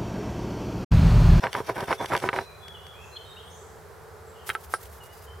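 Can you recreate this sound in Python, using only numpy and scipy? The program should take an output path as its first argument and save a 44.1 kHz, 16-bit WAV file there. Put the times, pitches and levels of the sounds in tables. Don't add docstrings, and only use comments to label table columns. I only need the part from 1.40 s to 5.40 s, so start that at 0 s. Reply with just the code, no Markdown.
import sys
import numpy as np
from scipy import signal
from scipy.fft import rfft, irfft
from scipy.io import wavfile
from scipy.ndimage import uniform_filter1d

SR = 44100
rng = np.random.default_rng(int(sys.argv[2]) if len(sys.argv) > 2 else 0)


def master(y):
    cut = np.clip(np.atleast_2d(y).T, -1, 1)
    pcm = np.round(cut * 32767)
    wavfile.write(sys.argv[1], SR, pcm.astype(np.int16))


N = 176400
T = np.arange(N) / SR

# (start [s], length [s], grinding [dB], grit [dB], growth over the stroke [dB],
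# grit treble [dB], boom of the lowest mode [dB])
STROKES = [(0.024, 0.068, -30.5, -47.5, -10.5, -29, -29), (0.14, 0.082, -33.5, -47.5, -10, -3, -14),
           (0.278, 0.046, -30, -45, -14, -20, -8), (0.355, 0.092, -30.5, -48, 0, 2, -6.5),
           (0.478, 0.065, -28, -43.5, -0.5, -13, -7.5), (0.589, 0.072, -33, -46.5, 3.5, -2, -12),
           (0.7, 0.078, -25.5, -42, -2.5, -5, -1.5), (0.814, 0.078, -30.5, -45, -7, -10, 2),
           (.927, 0.098, -32, -46, -2.5, -31, 0)]
# (time [s], level [dB], release time [ms])
CATCHES = [(0.0384, 3, 0.075), (0.052, -9.5, 0.094), (.069, -1.5, 0.089), (0.131, -14, .027),
           (0.1506, 1, 0.13), (.175, -9, .3), (0.203, -1.5, 0.75), (0.2925, -3, 0.31), (0.4278, -3.5, 0.89),
           (0.4826, -3.5, 0.3), (0.5158, 0, 0.16), (0.5275, 4.5, 0.086), (.628, -7.5, 0.6),
           (.645, -5, 0.29), (0.7206, 0.5, 0.19), (0.73, -2, 0.079), (0.735, 0, 0.58), (0.7512, 5, 0.061),
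           (0.839, 2, 0.44), (.8894, 5.5, 0.056), (0.9303, -1, 0.13), (0.9378, -3, .2),
           (0.9627, -2.5, 0.09), (0.9879, 3, .1)]
# (time [s], level [dB])
CHIPS = [(0.13, -11.5), (0.141, -16), (0.406, -16), (0.659, -14), (0.765, -11), (0.776, -13), (0.801, -20),
         (1.282, -22), (1.467, -26.5), (3.456, -31.5)]
# (frequency [Hz], level [dB], T60 [s])
HELD_MODES = [(389.4, -3.5, 0.14), (449, -1.5, 0.11), (542, -2, 0.093), (686, 2.5, 0.071), (792, 5, 0.054),
              (961, 9, 0.055), (975, 6, 0.039), (1200, -8, 0.05), (1350, -30, .04), (1524, 0, 0.1),
              (1650, -8, 0.033), (2160, 1, 0.019)]
FLAKE_MODES = [(3610, 11, 0.0034), (5680, 7, 0.0079), (9770, -12, 0.01)]
# (level [dB], T60 [s])
FREE_HZ = [872, 1319, 1580, 2030, 3180, 3820, 9750]
FREE_MODES = [(3.5, 0.033), (1, 0.059), (-0.5, 0.043), (-8, 0.014), (0, 0.047), (-3, 0.06), (-4, .025)]
# (time [s], level [dB], contact time [ms], ring [dB], crunch [dB], low cutoff [Hz],
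# crunch T60 [s], frequency favoured by the spot struck [Hz], thud [dB])
KNOCKS = [(3.092, -3.5, 0.041, 10, -13.5, 1310, 0.013, 1810, -12),
          (3.1012, 1.5, 0.065, -4.5, -21, 1300, 0.079, 2100, -15.5),
          (3.1511, 0, 0.04, 9, -23, 780, 0.043, 1230, -16), (3.3386, 4, 0.25, 9, -10, 740, 0.12, 1530, -7)]
# (centre [s], half length [s], level [dB])
WIPES = [(3.088, 0.024, -41), (3.14, 0.0087, -49.5), (3.235, 0.047, -52.5), (3.33, 0.027, -48.5),
         (3.437, 0.042, -50), (3.545, 0.044, -52.5), (3.655, 0.029, -52), (3.755, 0.043, -56),
         (3.84, 0.028, -53.5)]
BUMPS = [(3.27, 0.018, -39), (3.45, 0.013, -38.5), (3.53, 0.036, -41.5), (3.96, 0.087, -38.5)]
# (start [s], length [s], first pitch [Hz], last pitch [Hz], level [dB], warble [fraction])
BIRD_NOTES = [(0.565, 0.043, 3493, 3417, -39.5, 0.0059), (0.938, 0.2, 3996, 3990, -48, 0.011),
              (1.044, 0.061, 2550, 2350, -48, 0.017), (1.198, 0.15, 3438, 3316, -44.5, 0.0092),
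              (1.337, 0.046, 3140, 2834, -44, 0.016), (1.423, 0.15, 3393, 3310, -46.5, 0.022),
              (1.532, 0.14, 2414, 2710, -48, 0.019), (1.579, 0.15, 5750, 7260, -56, .1),
              (1.711, 0.104, 4120, 4190, -48.5, 0.0093), (1.758, 0.066, 3245, 2995, -43.5, 0.071),
              (1.852, 0.084, 3702, 3666, -44.5, 0.021), (1.964, 0.047, 2760, 3450, -44.5, 0.025),
              (2.025, .075, 3046, 3560, -50, .015), (1.84, .13, 7650, 7600, -62, 0.019),
              (2.042, 0.056, 9000, 8500, -53, 0.0217), (2.09, 0.087, 5840, 6850, -49.5, .055),
              (2.166, 0.08, 7830, 7620, -55, 0.022), (2.854, .035, 7740, 7440, -54.5, .012),
              (2.923, 0.16, 3030, 2950, -54.5, 0.065), (3.603, 0.044, 2910, 2856, -51, 0.0073),
              (3.688, 0.051, 2910, 2930, -57, .004), (3.726, 0.026, 4930, 4920, -51.5, .0026),
              (3.861, 0.083, 3084, 3098, -54.5, 0.012)]
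# (time [s], level [dB])
HUM_ENVELOPE = [(0, -70), (1.3, -74.5), (1.9, -58.5), (2.9, -51), (3.3, -65), (4, -56)]
# (frequency [Hz], spectral density [dB])
GRIND_SPECTRUM = [(35, -47), (70, -6), (130, -0.5), (200, -12), (310, -18), (390, 10.5), (950, 1.5),
                  (1500, -1), (2200, -4), (3000, -30), (5000, -18.5), (16000, -87)]
CATCH_SPECTRUM = [(40, -63), (120, -63), (280, -45), (420, 5), (1000, 14.5), (2100, 8), (3200, -1.5),
                  (5000, -19), (16000, -45)]
GRIT_SPECTRUM = [(500, -2.5), (2000, 7), (3600, 2.5), (4600, 1.5), (5500, -.5), (6800, -3), (9800, -3.5),
                 (13500, -9), (16000, -22)]
KNOCK_SPECTRUM = [(60, -25), (250, -3), (450, -2), (950, 3), (1400, 18), (2200, 10.5), (4000, -4),
                  (7000, -30), (16000, -25)]
THUD_SPECTRUM = [(100, -13.5), (250, -28), (380, -0.5), (600, -13), (880, -9.5), (1200, -8), (2500, -22),
                 (16000, -40)]
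CRUNCH_SPECTRUM = [(300, -33), (1000, -50), (3500, 10), (5200, 8.5), (7000, 0), (8600, 11.5), (9800, 19),
                   (11500, -6), (16000, -14)]
WIPE_SPECTRUM = [(300, -10), (1500, -3.5), (4000, -5.5), (6500, -4.5), (9000, -3.5), (13000, -1),
                 (16000, -7)]
AIR_SPECTRUM = [(20, -36), (42, -8), (62, 5), (85, 9.5), (118, -2.5), (150, -0.5), (200, -9), (290, -21.5),
                (400, 1), (560, -5.5), (800, -5), (1400, -7.5), (2000, -15.5), (2700, -24.5), (4500, -24.5),
                (8000, -27), (13000, -27.5), (16000, -35)]

SLIPS_PER_S, GRIT_PER_S, WIPE_GRAINS_PER_S = 1400, 2200, 4000
STROKE_RISE_S, STROKE_FALL_S, STROKE_SAG_DB, OVERHANG_S = 0.025, 0.02, 5, 0.043
GRIP_DETUNE, HELD_RING_DB, RESTING_DB, FLAKE_RING_DB = 0.006, 2.5, -22, -8
KNOCK_SCATTER_T60_S, SPOT_DB_PER_OCTAVE = 0.052, 19
FOLIAGE_HZ, WOODS_T60_S, FLUTTER_DB = 4170, 0.81, 4.5
BODY_SIDE_DB, WIDE_SIDE_DB = -15.5, -6.5


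def grinding():
    unevenness = judder()
    slips = [unevenness * clicks(SLIPS_PER_S, spread_db=1.7) for _ in range(2)]
    mid, side = np.zeros(N), np.zeros(N)
    rasp, boom = colour(GRIND_SPECTRUM), resonator(HELD_MODES[0][0], t60=0.1)
    for start, length, db, _, growth_db, _, boom_db in STROKES:
        resting = undb(RESTING_DB) * stroke(start, length, OVERHANG_S)
        effort = undb(db) * (stroke(start, length, growth_db=growth_db) + resting)
        gripped = ring([(hz * (1 + GRIP_DETUNE * rng.standard_normal()), mode_db, t60)
                        for hz, mode_db, t60 in HELD_MODES])
        body = unit_energy(rasp + undb(HELD_RING_DB) * gripped + undb(boom_db) * boom)
        for part, force in zip((mid, side), slips):
            part += through(effort * force, body)
    return stereo(mid, side, BODY_SIDE_DB)


def stroke(start, length, overhang=0, growth_db=0):
    rise = np.clip((T - start + overhang) / STROKE_RISE_S + .5, 0, 1)
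    fall = np.clip((start + length + overhang - T) / STROKE_FALL_S + .5, 0, 1)
    along = np.clip(2 * (T - start) / length - 1, -2, 2)
    return (rise * fall) ** 2 * undb(growth_db * along / 2 - STROKE_SAG_DB * along ** 2)


def judder(depth_db=2.5):
    return undb(depth_db * wander(rate=130))


def stump():
    push = sum(stroke(start, length) for start, length, *_ in STROKES) * rng.standard_normal(N)
    return undb(-44) * through(push, resonator(hz=117, t60=0.081))


def catches(scatter_t60=0.029):
    mid, side = np.zeros(N), np.zeros(N)
    crack, modes = colour(CATCH_SPECTRUM), ring(HELD_MODES)
    for start, db, release_ms in CATCHES:
        jolt = scatter(crack, -1, scatter_t60) + undb(-5.5) * modes
        reflections = scatter(crack, 0, scatter_t60) - crack
        add(mid, start, -undb(db) * soften(jolt, release_ms))
        add(side, start, undb(db) * soften(reflections, release_ms))
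    return stereo(mid, side, BODY_SIDE_DB)


def grit():
    unevenness = judder()
    flake = colour(GRIT_SPECTRUM) + undb(FLAKE_RING_DB) * ring(FLAKE_MODES)
    parts = []
    for _ in range(2):
        fractures, snap = np.zeros(N), burst(t60=0.016)
        dust = unevenness * clicks(GRIT_PER_S, spread_db=2)
        treble = highpass(dust, hz=6560)
        for start, length, _, db, growth_db, treble_db, _ in STROKES:
            effort = undb(db) * stroke(start, length, OVERHANG_S, growth_db)
            grains = effort * (dust + undb(treble_db) * treble)
            fractures += grains / 3 + undb(-2) * through(grains, burst(t60=0.039, size=2048))
        for start, db in CHIPS:
            add(fractures, start, undb(db) * snap)
        parts.append(through(fractures, flake))
    return stereo(*parts, WIDE_SIDE_DB)


def knocks():
    mid, side = np.zeros(N), np.zeros(N)
    crack, thud = colour(KNOCK_SPECTRUM), colour(THUD_SPECTRUM)
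    dust = colour(CRUNCH_SPECTRUM) + undb(FLAKE_RING_DB) * ring(FLAKE_MODES)
    for start, db, contact_ms, ring_db, crunch_db, low_hz, crunch_t60, spot_hz, thud_db in KNOCKS:
        modes = ring([(hz, mode_db - SPOT_DB_PER_OCTAVE * abs(np.log2(hz / spot_hz)), t60)
                      for hz, (mode_db, t60) in zip(FREE_HZ, FREE_MODES)])
        blow = scatter(crack, -3.5, KNOCK_SCATTER_T60_S) + undb(ring_db) * modes
        blow = undb(db) * soften(highpass(blow, low_hz), contact_ms)
        add(mid, start, blow)
        add(side, start, undb(-6) * through(blow, burst(KNOCK_SCATTER_T60_S, size=2048)))
        add(mid, start, undb(thud_db) * scatter(thud, 0, KNOCK_SCATTER_T60_S))
        add(mid, start, undb(crunch_db - 4) * dust)
        for part in (mid, side):
            add(part, start, undb(crunch_db) * through(burst(crunch_t60, size=8192), dust))
    return stereo(mid, side, WIDE_SIDE_DB)


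def wipes():
    rub = swells(WIPES) * judder()
    grains = [rub * clicks(WIPE_GRAINS_PER_S, spread_db=1) for _ in range(2)]
    return stereo(*(through(part, colour(WIPE_SPECTRUM)) for part in grains), WIDE_SIDE_DB)


def bumps(centre_hz=70.4):
    hz = centre_hz * (1 + 0.102 * wander(rate=30))
    return swells(BUMPS) * tone(hz)


def birds():
    song, direct, waver = np.zeros(N), np.zeros(N), wander(rate=260)
    for start, length, first_hz, last_hz, db, warble in BIRD_NOTES:
        progress = np.linspace(0, 1, int(length * SR))
        glide_hz = first_hz + (last_hz - first_hz) * progress
        hz = glide_hz * (1 + warble * np.roll(waver, -int(start * SR))[:len(progress)])
        note = undb(db) * np.sqrt(np.abs(np.sin(np.pi * progress))) * tone(hz)
        add(song, start, note)
        add(direct, start, note / (1 + (first_hz / FOLIAGE_HZ) ** 2))
    direct *= undb(-2 + FLUTTER_DB * wander(rate=55))
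    echo_mid, echo_side = (undb(-2.5) * through(song, burst(WOODS_T60_S)) for _ in range(2))
    return stereo(direct + echo_mid, echo_side, side_db=-4)


def air():
    parts = [unit_rms(through(rng.standard_normal(N), colour(AIR_SPECTRUM))) for _ in range(2)]
    return undb(-47.5) * stereo(*parts, WIDE_SIDE_DB)


def hum():
    envelope = undb(np.interp(T, *np.array(HUM_ENVELOPE).T))
    return envelope * unit_rms(through(rng.standard_normal(N), resonator(hz=446.2, t60=0.13)))


def colour(points, size=4096):
    hz, db = np.array(points).T
    bins_hz = np.maximum(np.arange(size // 2 + 1) * SR / size, 1)
    cepstrum = irfft(np.log(undb(np.interp(np.log(bins_hz), np.log(hz), db))))
    cepstrum[1:size // 2] *= 2
    cepstrum[size // 2 + 1:] = 0
    return unit_energy(irfft(np.exp(rfft(cepstrum))))


def ring(modes, size=4096):
    t = T[:size]
    return unit_energy(sum(undb(db - 60 * t / t60) * np.sin(2 * np.pi * hz * t) for hz, db, t60 in modes))


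def resonator(hz, t60):
    return ring([(hz, 0, t60)])


def soften(blow, contact_ms, size=256):
    force = T[:size] * np.exp(-T[:size] * 1000 / max(contact_ms / 2, .01))
    return unit_energy(np.convolve(blow, force))


def scatter(blow, db, t60, size=4096):
    return blow[:size] + undb(db) * through(blow, burst(t60, size))[:size]


def burst(t60, size=65536):
    return unit_energy(rng.standard_normal(size) * undb(-60 * T[:size] / t60))


def clicks(rate, spread_db):
    impulses = (rng.random(N) < rate / SR) * rng.choice([-1, 1], N)
    return unit_rms(impulses * undb(spread_db * np.minimum(rng.exponential(size=N), 4)))


def wander(rate):
    hold = int(SR / rate)
    return unit_rms(uniform_filter1d(rng.standard_normal(N)[np.arange(N) // hold], hold))


def swells(rows):
    return sum(undb(db) * np.exp(-((T - centre) / half) ** 2) for centre, half, db in rows)


def tone(hz):
    return np.sin(2 * np.pi * np.cumsum(hz) / SR)


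def through(x, response):
    return signal.fftconvolve(x, response)[:N]


def highpass(x, hz):
    return signal.sosfilt(signal.butter(2, hz, "high", fs=SR, output="sos"), x)


def add(out, start, x):
    i = max(int(start * SR), 0)
    out[i:i + len(x)] += x[:N - i]


def stereo(mid, side, side_db):
    return mid + undb(side_db) * side * np.array([[1], [-1]])


def undb(db):
    return np.exp(np.asarray(db) * np.log(10) / 20)


def unit_rms(x):
    return x / np.sqrt(np.mean(x ** 2))


def unit_energy(x):
    return x / np.linalg.norm(x)


def scene(right_lead_db=1.33):
    balance = undb(np.array([[-right_lead_db], [right_lead_db]]) / 2)
    leaning = grinding() + stump() + catches() + knocks() + air() + hum()
    return balance * leaning + grit() + wipes() + bumps() + birds()


def record(dry, low_hz=50.4, top_hz=15900):
    dry = highpass(highpass(dry, low_hz), low_hz)
    return signal.sosfilt(signal.ellip(10, .2, 80, top_hz, fs=SR, output="sos"), dry)


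dry = scene()
out = record(dry)
master(out)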